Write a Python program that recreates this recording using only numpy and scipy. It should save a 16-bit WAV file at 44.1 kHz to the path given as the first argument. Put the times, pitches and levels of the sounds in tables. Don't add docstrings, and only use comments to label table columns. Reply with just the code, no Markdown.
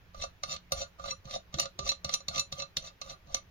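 import sys
import numpy as np
from scipy import signal
from scipy.fft import rfft, irfft
from scipy.io import wavfile
from scipy.ndimage import uniform_filter1d

SR = 44100
rng = np.random.default_rng(int(sys.argv[2]) if len(sys.argv) > 2 else 0)


def persist_wave(psi):
    counts = np.round(np.clip(psi, -1, 1) * 32767).astype(np.int16)
    wavfile.write(sys.argv[1], SR, np.atleast_2d(counts).T)


def elevation(decibels):
    levels = np.asarray(decibels, float)
    return 10 ** (levels / 20)


N = 154350


def evened(x):
    return x / np.sqrt(np.mean(x ** 2) + 1e-20)


def read(points, hz):
    f, value = np.transpose(points)
    return np.interp(np.log(hz + 1), np.log(f + 1), value)


def add(mix, s, sound):
    part = mix[round(s * SR):][:len(sound)]
    part += sound[:len(part)]


def slow_change(smooth):
    steps = rng.standard_normal(N // 64 + 1)
    steps = uniform_filter1d(uniform_filter1d(steps, smooth), smooth)
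    return np.repeat(evened(steps), 64)[:N]


def ring(force, hz, t60, pan_db=0., lead=0., swell_s=0.):
    turn = np.exp(2j * np.pi * np.cumsum(hz * np.ones(len(force))) / SR)
    decay = np.exp(-np.log(1000) / max(t60, 0.005) / SR)
    swell = np.exp(-1 / (swell_s * SR + 1e-9))
    z = turn * signal.lfilter([1 - swell], np.convolve([1, -decay], [1, -swell]), force / turn)
    left = (z * elevation(pan_db / 2) * np.exp(1j * lead)).real
    right = (z * elevation(-pan_db / 2)).real
    return np.array([left, right])


def tail(t60, seconds, colour):
    t = np.arange(round(seconds * SR)) / SR
    z = rfft(rng.standard_normal((2, len(t))))
    z *= elevation(read(colour, np.fft.rfftfreq(len(t), 1 / SR)))
    h = irfft(z, len(t)) * elevation(-60 * t / t60) * np.minimum(t / 0.00015, 1)
    return h / np.linalg.norm(h[0])


# (t/s, peak level/dB, share into the hub/dB, palm thump/dB, hardness/dB)
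CATCHES = [(0.1448, -45, -5, -59, -1), (0.4335, -23, -14.5, -70, 5), (0.7197, -17, -14.5, -36.5, 8.5),
           (0.9954, -45, 1.5, -47.5, -6), (1.2529, -42.5, -25, -39.5, -3), (1.5405, -27, -14.5, -31.5, 3.5),
           (1.7894, -22, -17.5, -38, -4.5), (2.045, -21.5, -19, -34.5, 2.5), (2.2822, -20.5, -23, -39, 5.5),
           (2.523, -23, -21, -37.5, 5.5), (2.7677, -17.5, -25.5, -39, 0), (3.014, -26, -23, -77, 3.5),
           (3.2704, -55, -8, -51, -21)]
# (t/s, peak
# level/dB, share into the hub/dB, flange ring/dB, stud share/dB)
CLINKS = [(0.2204, -30, -16.5, 7.5, -2.5), (0.2376, -30.5, -5.5, -12, 2), (0.4929, -38, -31, -3, -3),
          (0.5184, -34, -19, 8, 7.5), (0.5257, -31, -26, 1, -13), (0.5621, -30, -40, -14, -5),
          (0.7763, -37, -19, -10, 1), (0.8157, -37, -7, 9.5, 11), (1.0392, -40, 0.5, 4.5, 1),
          (1.0572, -33, -9.5, 2, -4), (1.0821, -38.5, -2.5, -6, -5), (1.107, -27.5, -42, 13.5, -3.5),
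          (1.2946, -41, -21, 0, -2), (1.3085, -28.5, -24, -6, -12), (1.3385, -35.5, -17, -8, -1),
          (1.5256, -51, -10, -3, -5), (1.5846, -23, -14, -6, -4), (1.5960, -16.5, -19.5, -1.5, 4),
          (1.626, -41, -30, 1, -2), (1.655, -29, -11, -9, -1.5), (1.8640, -32.5, -10, -12, 6),
          (1.8745, -27, -16, 1, 4), (1.8900, -21, -32, 11.5, -1), (1.9164, -22, -21, -12, 0),
          (2.0915, -23.5, -17.5, -8, -6), (2.1242, -36, -13, -2, 0), (2.1379, -18, -26, -0.5, 6),
          (2.203, -46, -6, 7, 5.5), (2.3462, -27.5, -25, -6, -12), (2.358, -23, -27, -16, 0),
          (2.3789, -21.5, -23, 5.5, 1), (2.394, -22.5, -23.5, 7, 7), (2.5178, -44, -14, -13, -2),
          (2.5912, -32.5, -17.5, 2, 3.5), (2.598, -25.5, -20.5, 0, -6), (2.62, -28.5, -15, 3.5, -0.5),
          (2.7648, -38, -14, 7, 1), (3.0965, -37, -19, 5, 2.5), (3.103, -38.5, -19, 1, 4.5),
          (3.3438, -18.5, -18, -9, 7.5)]


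def knocks():
    catches = [(s, db, share, -4.5, 0, hard) for s, db, share, _, hard in CATCHES]
    return catches + [(*clink, 0) for clink in CLINKS]


# (f/Hz, t60/s, level/dB)
STEEL_MODES = [(548, 0.11, -4.5), (665.6, 0.026, 7.5), (1164.4, 0.049, -5), (1205.3, 0.042, 4.5),
               (1428, 0.051, -8.5), (2150, 0.038, -7.5), (2670, 0.097, -6), (3457, 0.052, -8), (3676, 0.046, 1),
               (3754, 0.019, 7), (4100, 0.097, 0), (4170, 0.017, 2), (4352, 0.069, 0.5),
               (4813, 0.03, -4.5), (5290, 0.051, -4), (5684, 0.023, -0.5), (5866, 0.083, 0.5), (6047, 0.026, 9),
        (7016, 0.095, -6), (7084, 0.013, 4), (9530, 0.11, -21), (9280, 0.035, -15.5), (9900, 0.09, -19.5),
        (13330, 0.06, -20.5), (13750, 0.035, -19.5), (14640, 0.073, -27)]
# (left over right level/dB, left lead/rad)
STEEL_AIM = [(-8.5, 1.3), (-1.5, 1.68), (-9.5, 3), (-5.5, 2.5), (8, 3.5), (-11.5, 2.5), (10, -1.4),
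             (7.5, 3.5), (-4.5, 0.5), (-4, 1.4), (-9.5, -2.5), (-4.5, 0.2), (-6.5, -2),
             (-9, -1.8), (2.5, -2.1), (-9.5, 0.5), (6, 3), (0, 2), (5, 0.4), (6, 0.7), (-4.5, 1.04), (0, 2),
            (1, 2.1), (-2, 1.4), (3.5, 4.5), (11, 2.5)]
FLANGE = (6, 10, 16, 18, 20, 21, 23, 25)


def ringing_steel(hits, high, low):
    hub_below_hz, stud_above_hz, top_above_hz = 1600, 4600, 8000
    hub_db, ring_db, top_per_db = 16.5, -16.5, 1.32
    swell_s, hub_wander, stud_wander = 0.00095, 0.007, 0.004
    place_db, wobble_db = 2.5, 4
    out = np.zeros((2, N))
    for k, ((hz, t60, mode_db), aim) in enumerate(zip(STEEL_MODES, STEEL_AIM)):
        in_hub, on_flange = hz < hub_below_hz, k in FLANGE
        force = (low if in_hub else high) * elevation(-32.5 + wobble_db * slow_change(12))
        for s, db, share, flange, stud, hard in hits:
            level = db + ring_db + place_db * rng.standard_normal()
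            if hz > top_above_hz:
                level += hard + top_per_db * (db + 21.5)
            if hz > stud_above_hz:
                level += stud
            if in_hub:
                level += share + hub_db
            elif on_flange:
                level += flange
            add(force, s, np.array([elevation(level)]))
        wander = hub_wander if in_hub else stud_wander
        bend = 1 + wander * slow_change(30) * (not on_flange)
        sound = ring(force, hz * bend, t60, *aim, swell_s * (2.5 if in_hub else 1))
        out += (-1) ** k * elevation(mode_db) * sound
    return out


# (f/Hz, level/dB)
BODY = [(120, -83), (200, -2), (1270, -9.5), (1840, -7), (4270, 5.5), (7270, -5.5), (8900, -38.5),
        (9750, -26), (16000, -24.5)]


def rattling_steel(hits, high):
    t = np.arange(260) / SR
    blows = np.zeros(N)
    for s, db, *_ in hits:
        burst = rng.standard_normal(len(t)) * t * np.exp(-t / 0.0013)
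        add(blows, s, elevation(db) * burst / np.linalg.norm(burst))
    drive = elevation(11) * blows + elevation(-3) * high
    half_turns_per_s = 9
    turn = np.pi * half_turns_per_s * np.arange(N) / SR
    out = np.zeros((2, N))
    for face in (np.cos(turn), np.sin(turn)):
        out += signal.oaconvolve((drive * face)[None], tail(0.028, 0.06, BODY), axes=1)[:, :N]
    return out


# (fastest at t/s, scrape level/dB, share into the hub/dB, hand sway/dB)
FLICKS = [(0.231, -43, -0.5, -48), (0.521, -38, -1, -56), (0.807, -38.5, 0.5, -47.5),
          (1.09, -41.5, 2.5, -53), (1.343, -41.5, 0.5, -49.5), (1.62, -37.5, -2, -67),
          (1.876, -41.5, 0.5, -49), (2.126, -42.5, 1.5, -79), (2.372, -40.5, 2.5, -63),
          (2.599, -46, 5, -61), (2.864, -46, -2.5, -61), (3.104, -47, 4, -60), (3.349, -47, 1.5, -50)]


def scrape():
    touch_s, start_db, stop_s, stop_db = 0.012, -23, 0.052, -38
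    t = np.arange(N) / SR
    db, low_db, sway_db = np.full((3, N), -120.)
    for (start, *_), (top, level, share, sway) in zip(CATCHES, FLICKS):
        on = (t >= start - touch_s) & (t < top + 3 * stop_s)
        u = t[on]
        speeding = start_db * (1 - (u - start) / (top - start))
        slowing = stop_db * ((u - top) / stop_s) ** 2
        shape = np.where(u < top, speeding, slowing)
        db[on] = level + shape
        low_db[on] = level + share + shape * 0.46
        sway_db[on] = sway - 12 * ((u - start - 0.07) / 0.06) ** 2
    grit_per_s, grit_db = 900, 4.5
    grains = rng.random(N) < grit_per_s / SR
    grit = elevation(grit_db * np.minimum(rng.exponential(1, N), 4)) * grains
    roughness = 0.084 + signal.lfilter([0.1], [1, -0.9], grit)
    force = evened(rng.standard_normal(N) * roughness)
    return force * elevation(db), force * elevation(low_db), elevation(uniform_filter1d(sway_db, 800))


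# (f/Hz, t60/s, level/dB)
THUMP = [(75.7, 0.098, 17.5), (141.5, 0.062, 22), (188.8, 0.13, 10.5)]


def thump(low):
    push = elevation(-55) * low
    for s, _, _, db, _ in CATCHES:
        add(push, s, np.array([elevation(db - 20)]))
    return sum(elevation(db) * ring(push, hz, t60, -3.5, 0.2, 0.0043) for hz, t60, db in THUMP)


def skin():
    touch_s, hiss_s, snap_s = 0.012, 0.045, 0.003
    t, level = np.arange(N) / SR, np.zeros(N)
    for s, db, *_, hard in CATCHES:
        u = np.maximum(t - s + touch_s, 0) / hiss_s
        level += elevation(-79 + hard) * u * np.exp(1 - u)
        level += elevation(db - 37 + hard) * (t > s) * np.exp(-abs(t - s) / snap_s)
    band = signal.butter(3, [8000, 16500], "band", fs=SR, output="sos")
    return level * evened(signal.sosfilt(band, rng.standard_normal((2, N))))


# (t/s, length/s, from f/Hz, to f/Hz, level/dB)
CREAKS = [
    (1.541, 0.088, 332, 339, -54),
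    (1.728, 0.175, 310, 446, -57.5),
]


def holding_hand(sway):
    sway_hz, width_hz = 37, 48
    rock = ring(rng.standard_normal(N), sway_hz, 1.4 / width_hz, -1.5, 0.13, 0.0073)
    out = evened(rock) * sway
    for s, length, from_hz, to_hz, db in CREAKS:
        n = round(length * SR)
        glide = np.linspace(from_hz, to_hz, n)
        creak = evened(ring(rng.standard_normal(n), glide, 0.06, -2, 0.26, 0.01)) * np.hanning(n)
        add(out.T, s, elevation(db) * creak.T)
    return out


def wall_echo(metal):
    colour = [(300, 1), (2500, 0.5), (16000, -7)]  # (f/Hz, level/dB)
    return elevation(-12) * signal.fftconvolve(metal, tail(0.15, 0.38, colour), axes=1)[:, :N]


# (f/Hz, width/Hz, level/dB)
HUMS = [(67, 7.6, -68), (176.3, 11, -70)]


def machinery():
    out = np.zeros((2, N))
    for hz, width, db in HUMS:
        out += elevation(db) * evened(ring(rng.standard_normal(N), hz, 3.4 / width, -0.88, 0.074, 0.0076))
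    return out


# (f/Hz, level/dB)
ROOM = [(20, -22), (65, 8.5), (130, -16.5), (400, -20), (2500, -23.5), (6700, -36.5), (7900, -53.5),
        (13000, -39.5)]
# (f/Hz, likeness 0 to 1)
ALIKE = [(60, 0.87), (200, 0.88), (450, 0.62), (700, 0.06)]


def garage():
    frames, hz = N // 256 + 5, np.fft.rfftfreq(1024, 1 / SR)
    a, b, c, d, patches = rng.standard_normal((frames, 513, 5)).T
    patches = evened(uniform_filter1d(uniform_filter1d(patches, 10, 0), 14, 1))
    same = np.clip(read(ALIKE, hz), -1, 1)[:, None]
    left = a + 1j * b
    right = same * left + np.sqrt(1 - same ** 2) * (c + 1j * d)
    z = np.array([left * elevation(-2.5 * same), right])
    z *= elevation(read(ROOM, hz)[:, None] + patches)
    return elevation(-60) * evened(signal.istft(z, nperseg=1024, noverlap=768)[1][:, :N])


def scene():
    high, low, sway = scrape()
    hits = knocks()
    metal = ringing_steel(hits, high, low) + rattling_steel(hits, high)
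    hands = thump(low) + skin() + holding_hand(sway)
    return metal + wall_echo(metal) + hands + machinery() + garage()


def roll_off(x):
    return signal.sosfilt(signal.butter(12, 16980, fs=SR, output="sos"), x)


def record(dry):
    mask_above_hz, mask_db = 7670, -38
    hz, _, z = signal.stft(dry, SR, nperseg=1024)
    power = abs(z) ** 2
    bands = power[:, :512].reshape(2, 32, 16, -1).sum(axis=2)
    bands = np.repeat(bands, 16, axis=1)
    loudness = signal.lfilter([0.7], [1, -0.3], power[:, 48:].sum(axis=1))[:, None]
    keep = 1 / (1 + (loudness * elevation(2 * mask_db) / (bands + 1e-30)) ** 4)
    z[:, :512] *= np.where(hz[:512, None] > mask_above_hz, keep, 1)
    cut = signal.istft(z, SR, nperseg=1024)[1][:, :N]
    cut = signal.oaconvolve(cut, signal.firwin(101, 16000, fs=SR)[None], "same")
    return roll_off(cut)


dry = scene()
out = record(dry)
persist_wave(out)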